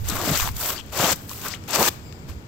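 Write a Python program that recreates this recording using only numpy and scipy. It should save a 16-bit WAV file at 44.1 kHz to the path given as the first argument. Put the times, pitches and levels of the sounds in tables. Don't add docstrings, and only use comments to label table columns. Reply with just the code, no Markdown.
import sys
import numpy as np
from scipy import signal
from scipy.fft import rfft, irfft, next_fast_len
from scipy.io import wavfile
from scipy.ndimage import uniform_filter1d, map_coordinates

SR = 44100
rng = np.random.default_rng(int(sys.argv[2]) if len(sys.argv) > 2 else 0)


def decibels_to_gain(level_db):
    exponent = np.asarray(level_db, float) / 20
    return 10 ** exponent


def log_audio(samples):
    frames = np.atleast_2d(samples).T
    limited = np.clip(frames, -1, 1)
    pcm = np.round(limited * 32767).astype(np.int16)
    wavfile.write(sys.argv[1], SR, pcm)


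N = 109015

# t/s, rasp level/dB, pressure level/dB, fineness level/dB
SCUFF_STROKES = [
    [(0.04, -49, -14, -2.5), (0.084, -37, -9.5, 6.5), (0.2, -35, 1, 2.5), (0.312, -30, 0, 3),
     (0.35, -28, -4.5, 0), (0.405, -30.5, -40, 4), (0.444, -33.5, -8.5, 7), (0.485, -38.5, -1.5, 6.5),
     (0.53, -63, -13, 9)],
    [(0.918, -48, -8, -1), (0.927, -38, 4, 1), (0.971, -30.5, -4.5, -2), (1.0, -27, 1.5, 0.5),
     (1.043, -26, 4.5, 2.5), (1.09, -28, 2, 2.5), (1.129, -26, -7, 5), (1.148, -50, -12, -3)],
    [(1.677, -45, -4, 0), (1.684, -38, 2, 1), (1.722, -33, -3.5, -6), (1.75, -23.5, -6.5, -3),
     (1.775, -27.5, -3, -2), (1.814, -25.5, 8, 4), (1.85, -25.5, -7, 2), (1.888, -21.5, -7, 1.5),
     (1.895, -43, 10, -10)],
]
# t/s, rasp level/dB, pressure level/dB, fineness level/dB
DRAG_STROKES = [
    [(0.53, -69, -21, -7), (0.544, -51, -27, 6), (0.606, -35.5, -7, 9), (0.706, -33, -3, 9),
     (0.72, -35, -4, 9), (0.76, -40.5, -1, 2), (0.796, -42, -6, -14), (0.825, -59, 0, -5),
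     (0.918, -53, 0, 0)],
    [(1.15, -59, 1, 12), (1.275, -59, -13, 13), (1.305, -46.5, -12, 9.5), (1.41, -45.5, -10, 6),
     (1.465, -36, -1, 6.5), (1.495, -41.5, -12, 3), (1.545, -40.5, -7, -9), (1.59, -64, 4, -7),
     (1.67, -54.5, 3, -1)],
    [(2.27, -69, 7, -2), (2.29, -49, -3, 1), (2.3, -44, -6, -6), (2.322, -59, 1, -13), (2.334, -60, -6, -5),
     (2.345, -70, 7, 0)],
]
# t/s, level/dB, centre f/Hz, rise t/s
STONE_TICKS = [(0.085, -20, 8000, 0.0014), (0.0892, -21, 9000, .0012), (0.0972, -20, 7000, .002),
               (0.1773, -33, 2500, 0.00058), (.2148, -27, 5000, 0.00063), (0.2558, -25.5, 2200, 0.00054),
               (.292, -27, 12000, .002), (0.366, -21, 3000, 0.00044), (0.3737, -17.5, 6000, 0.00073),
               (0.379, -21, 2500, 0.00037), (0.3978, -19, 3000, 0.0012), (0.4062, -18, 5540, 0.00081),
               (0.4748, -24, 2180, 0.00064), (0.489, -27, 1700, 0.00067), (.494, -35, 11000, 0.00066),
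               (0.515, -30.5, 11000, 0.0009), (.521, -35, 13000, .0007), (0.565, -26, 9400, 0.002),
               (.611, -23, 7600, 0.0013), (0.6594, -19, 7000, 0.00058), (.7022, -25, 2440, 0.001),
               (0.7332, -30, 9000, 0.00062), (0.7886, -37, 2800, 0.00036), (0.861, -43, 13500, 0.0018),
               (.974, -22, 11000, 0.0018), (.99, -21, 13500, .001), (1.0446, -23, 2500, 0.00046),
               (1.067, -19, 3000, 0.00068), (1.157, -30.5, 10000, 0.0024), (1.2933, -29, 5450, .0009),
               (1.3132, -33, 5000, 0.00093), (1.3322, -35, 4030, 0.00094), (1.414, -43, 3500, 0.0004),
               (1.415, -31.5, 7040, 0.0013), (1.482, -23, 11200, 0.0016), (1.523, -38, 11000, .001),
               (1.539, -24, 2980, 0.0004), (1.552, -30, 2940, 0.00034), (1.6382, -37, 4000, 0.00062),
               (1.706, -24, 6500, 0.00087), (1.7083, -23, 13100, 0.0018), (1.732, -25, 6500, 0.00095),
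               (1.752, -17, 10000, .002), (1.758, -13.5, 4420, .0008), (1.8287, -12, 3000, 0.00035),
               (1.884, -21, 12000, .001), (1.888, -13.5, 13500, 0.00073), (2.1245, -37, 2300, 0.0012),
               (2.316, -42, 2070, 0.0011)]
# t/s, level/dB, f/Hz
KNOCKS_AND_THUMPS = [(0.082, -23, 87), (.148, -27, 98), (0.292, -17.5, 156), (0.312, -13.5, 156),
                     (0.398, -17, 1070), (0.426, -19, 1160), (.475, -21.5, 865), (.488, -22.5, 1020),
                     (0.996, -20, 136), (1.038, -14.5, 185), (1.313, -27.5, 1080), (1.538, -22, 2020),
                     (1.79, -18.5, 180), (1.884, -22, 1290), (.12, -22, 195), (.358, -33, 197), (.445, -28, 164),
                     (0.891, -32, 65), (1.13, -24.5, 167), (0.441, -26.5, 60.5), (.5, -26.5, 76.4),
                     (0.561, -29.5, 55), (2.288, -26.5, 75.4), (2.351, -31, 61)]
# t/s, length t/s, level/dB, f/Hz, width f/Hz
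PEBBLE_RUBS = [(.743, .05, -34, 4550, 450), (.77, .045, -34, 3100, 400), (1.478, .015, -38, 5000, 1200),
               (1.498, .045, -35, 4800, 1000), (1.53, .045, -41, 3000, 1000), (.17, .2, -30, 230, 220),
               (.38, .125, -36, 1050, 900), (1.42, .09, -40, 1200, 700), (.08, .14, -36, 1200, 600),
               (.28, .08, -32, 400, 200), (1.44, .04, -38, 1300, 900), (1.545, .04, -46, 1200, 900),
               (.07, .12, -36, 310, 120), (1.79, .09, -27, 6000, 2000)]
# f/Hz, width f/Hz, level/dB
SOLE_MODES = [(369, 240, -1.5), (516, 166, 3.5), (656, 247, 1)]
# f/Hz, width f/Hz, level/dB
TREAD_MODES = [(836, 380, -1.5), (1200, 260, 3.5)]
# f/Hz, density level/dB per Hz
GRIT_SPECTRUM = [(300, -9), (1500, 0.5), (8000, -1.5), (11000, -10)]
# f/Hz, density level/dB per Hz
DUST_SPECTRUM = [(5000, -44), (8000, -1), (12000, -1), (16000, 5)]
# f/Hz, left-right likeness/1
SHOE_ALIKE = [(160, 0.82), (1200, 0.95), (2000, 0.15), (3500, 0.98), (6000, 0.083)]
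# f/Hz, t60/s
YARD_T60 = [(300, 0.49), (2000, 0.66), (10000, 0.4)]
# t/s, strength level/dB
WIND_STRENGTH = [
    (0.0, -30),
    (0.26, -37.5),
    (0.42, -31),
    (0.57, -31),
    (0.6, -45),
    (2.25, -52),
    (2.3, -39),
    (2.47, -62),
]
# f/Hz, density level/dB per Hz
BUFFET_SPECTRUM = [(20, -3.5), (45, -7.5), (100, -3.5), (200, -26.5), (400, -43.5)]
# f/Hz, density level/dB per Hz
TRAFFIC_SPECTRUM = [(25, -42), (60, 2), (110, 2.5), (300, -7.5), (700, -17.5), (2000, -24.5), (6000, -32.5),
                    (15000, -35)]
# f/Hz, left-right likeness/1
TRAFFIC_ALIKE = [(100, 0.99), (450, 0.77), (750, 0.19), (1200, -0.28), (3000, -0.68)]
# f/Hz, width f/Hz, level/dB
INSECT_BANDS = [(2270, 120, 0), (4850, 450, -.5), (7400, 320, 0), (14800, 590, -2)]
# f/Hz, level/dB
LEFT_PORT_COLOUR = [(30, -3.5), (1500, 2.5), (7600, 4), (8600, -1.5), (9400, -7), (12500, -4),
                    (14500, -6.5), (16000, -9)]
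# f/Hz, level/dB
RIGHT_PORT_COLOUR = [(1500, -1), (1950, -6.5), (4500, -18), (8000, -60), (9500, -10.5), (12000, -3),
                     (13500, 4.5), (16000, -6)]

RASP_DB, FINE_DB, SOLE_DB, TREAD_DB = 4.5, 4.5, -1, -4.5
TREAD_DB_PER_PRESS_DB = 0.67
GRIP_DB = 35
CHIPS_DB = 1.8
STONE_WIDTH_RATIO, STONE_STEEPNESS = 1.3, 1.6
KNOCK_CYCLES, KNOCK_MIN_S, KNOCK_RISE_RATIO = 7, 0.004, 0.11
KNOCK_SIDE_GAIN = 0.3
YARD_DB, YARD_DELAY_S = -21, 0.012
BUFFET_RIGHT_DB = 4.5
TRAFFIC_DB, INSECT_DB = -40, -60
PORT_CEILING = 0.95
TOP_HZ, TOP_SLOPE_HZ = 15800, 45


def unit(x):
    return x / np.sqrt(np.mean(x ** 2) + 1e-20)


def along(points, hz):
    f, value = np.transpose(points)
    return np.interp(np.log(hz + 1), np.log(f + 1), value)


def wobble(rate_hz):
    knots = rng.standard_normal(int(N * rate_hz / SR) + 4)
    return map_coordinates(knots, [np.arange(N) * rate_hz / SR])


def filtered(x, response):
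    m = next_fast_len(N + SR // 2)
    hz = np.fft.rfftfreq(m, 1 / SR)
    return irfft(rfft(x, m) * response(hz), m)[..., :N]


def resonances(peaks):
    def response(f):
        total = 0
        for k, (centre, width, db) in enumerate(peaks):
            damping = 1j * f * width
            total = total + (-1) ** k * decibels_to_gain(db) * damping / (centre * centre - f * f + damping)
        return total
    return response


def spread(pair, alike):
    def mid_side(hz):
        turn = np.arccos(np.clip(along(alike, hz), -1, 1)) / 2
        return np.array([np.cos(turn), np.sin(turn)])
    mid, side = filtered(pair, mid_side)
    return np.array([mid + side, mid - side])


def grains(response, spiky_db, clump_db):
    clumps = 2 * np.tanh((wobble(400) + wobble(90) + 0.59 * wobble(24.62)) / 2)
    size_db = spiky_db * np.minimum(rng.exponential(size=N), 6) + clump_db * clumps
    return unit(filtered(rng.standard_normal((2, N)) * decibels_to_gain(size_db), response))


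def shoe():
    t, out = np.arange(N) / SR, np.zeros((2, N))
    grit = chips(grains(lambda hz: decibels_to_gain(along(GRIT_SPECTRUM, hz)), spiky_db=1.5, clump_db=1.5))
    dust = grains(lambda hz: decibels_to_gain(along(DUST_SPECTRUM, hz)), spiky_db=3.0, clump_db=2.0)
    sole = grains(lambda hz: resonances(SOLE_MODES)(hz) / (1 + (hz / 1100) ** 4), spiky_db=3, clump_db=1.5)
    tread = grains(lambda hz: resonances(TREAD_MODES)(hz) / (1 + (hz / 1450) ** 4), spiky_db=3, clump_db=1.2)
    for stroke in list(SCUFF_STROKES) + list(DRAG_STROKES):
        s, rasp, press, fine = np.transpose(stroke)
        rasp_db = np.interp(t, s, rasp, left=-120, right=-120)
        press_db = np.minimum(np.interp(t, s, press), rasp_db + GRIP_DB)
        fine_db = np.interp(t, s, fine)
        body = decibels_to_gain(SOLE_DB + press_db) * sole
        body = body + decibels_to_gain(TREAD_DB + TREAD_DB_PER_PRESS_DB * press_db) * tread
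        out += decibels_to_gain(rasp_db) * (decibels_to_gain(RASP_DB) * grit + decibels_to_gain(FINE_DB + fine_db) * dust + body)
    return out


def chips(x):
    z = signal.stft(x, nperseg=128)[2]
    field = rng.standard_normal(z.shape[1:])
    field = uniform_filter1d(field, size=3, axis=0)
    field = uniform_filter1d(field, size=5, axis=1)
    return unit(signal.istft(z * decibels_to_gain(CHIPS_DB * unit(field)), nperseg=128)[1][:, :N])


def stones():
    out, t = np.zeros((2, N + SR)), np.arange(1024) / SR
    f = np.fft.rfftfreq(len(t), 1 / SR)
    noise = rfft(rng.standard_normal((len(STONE_TICKS), 2, len(t))))
    for (s, db, hz, rise), z in zip(STONE_TICKS, noise):
        band = resonances([(hz, STONE_WIDTH_RATIO * hz, 0)])(f) ** STONE_STEEPNESS
        burst = unit(irfft(z * band))
        envelope = t / rise * np.exp(1 - t / rise)
        out[:, round(s * SR):][:, :len(t)] += decibels_to_gain(db) * envelope * burst
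    return out[:, :N]


def knocks():
    out, t = np.zeros(N + SR), np.arange(SR // 5) / SR
    for s, db, hz in KNOCKS_AND_THUMPS:
        t60 = KNOCK_MIN_S + KNOCK_CYCLES / hz
        rise = 1 - np.exp(-t / (KNOCK_RISE_RATIO * t60))
        decay = decibels_to_gain(db + 8.5 - 60 * t / t60)
        out[round(s * SR):][:len(t)] += decay * rise * np.sin(2 * np.pi * hz * t)
    return out[:N] * [[1], [KNOCK_SIDE_GAIN]]


def pebble():
    t, out = np.arange(N) / SR, np.zeros((2, N))
    for s, length, db, hz, width in PEBBLE_RUBS:
        mode = resonances([(hz, width, 0)])
        rattle = grains(lambda f: mode(f) ** 1.4, spiky_db=4.5, clump_db=3.5)
        out += decibels_to_gain(db) * np.sin(np.pi * np.clip((t - s) / length, 0, 1)) * rattle
    return out


def yard(x):
    hz, t, z = signal.stft(rng.standard_normal((2, SR // 2)), SR, nperseg=256)
    decay = decibels_to_gain(-60 * t / along(YARD_T60, hz)[:, None])
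    tail = signal.istft(z * decay, SR, nperseg=256)[1]
    late = np.pad(x, ((0, 0), (round(YARD_DELAY_S * SR), 0)))
    return signal.fftconvolve(late, tail / np.linalg.norm(tail[0]), axes=1)[:, :N]


def wind():
    strength_db = np.interp(np.arange(N) / SR, *np.transpose(WIND_STRENGTH))
    gusts_db = 1.8 * np.array([wobble(12.7), wobble(11.63)])
    push = unit(filtered(rng.standard_normal((2, N)), lambda hz: decibels_to_gain(along(BUFFET_SPECTRUM, hz))))
    return decibels_to_gain(strength_db + gusts_db) * push * decibels_to_gain([[0], [BUFFET_RIGHT_DB]])


def traffic():
    noise = rng.standard_normal((2, N))
    roar = unit(filtered(noise, lambda hz: decibels_to_gain(along(TRAFFIC_SPECTRUM, hz))))
    return decibels_to_gain(TRAFFIC_DB + 1.24 * wobble(4.69)) * spread(roar, TRAFFIC_ALIKE)


def insects():
    noise = rng.standard_normal((2, N))
    drone = unit(filtered(noise, lambda hz: sum(resonances([band])(hz) ** 2 for band in INSECT_BANDS)))
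    swell_db = 3 * wobble(14) + 0.6 * wobble(3)
    return decibels_to_gain(INSECT_DB + swell_db) * drone


def scene():
    near = spread(shoe() + stones() + knocks() + pebble(), SHOE_ALIKE)
    return near + decibels_to_gain(YARD_DB) * yard(near) + wind() + traffic() + insects()


def top_cut(x):
    return signal.sosfilt(signal.butter(12, 16240, fs=SR, output="sos"), x)


def record(dry):
    ports = filtered(dry, lambda hz: decibels_to_gain([along(LEFT_PORT_COLOUR, hz), along(RIGHT_PORT_COLOUR, hz)]))
    ports = ports / (1 + np.abs(ports / PORT_CEILING) ** 4) ** (1 / 4)
    ports = filtered(ports, lambda hz: 1 / (1 + np.exp(np.clip((hz - TOP_HZ) / TOP_SLOPE_HZ, -50, 50))))
    return top_cut(ports)


dry = scene()
out = record(dry)
log_audio(out)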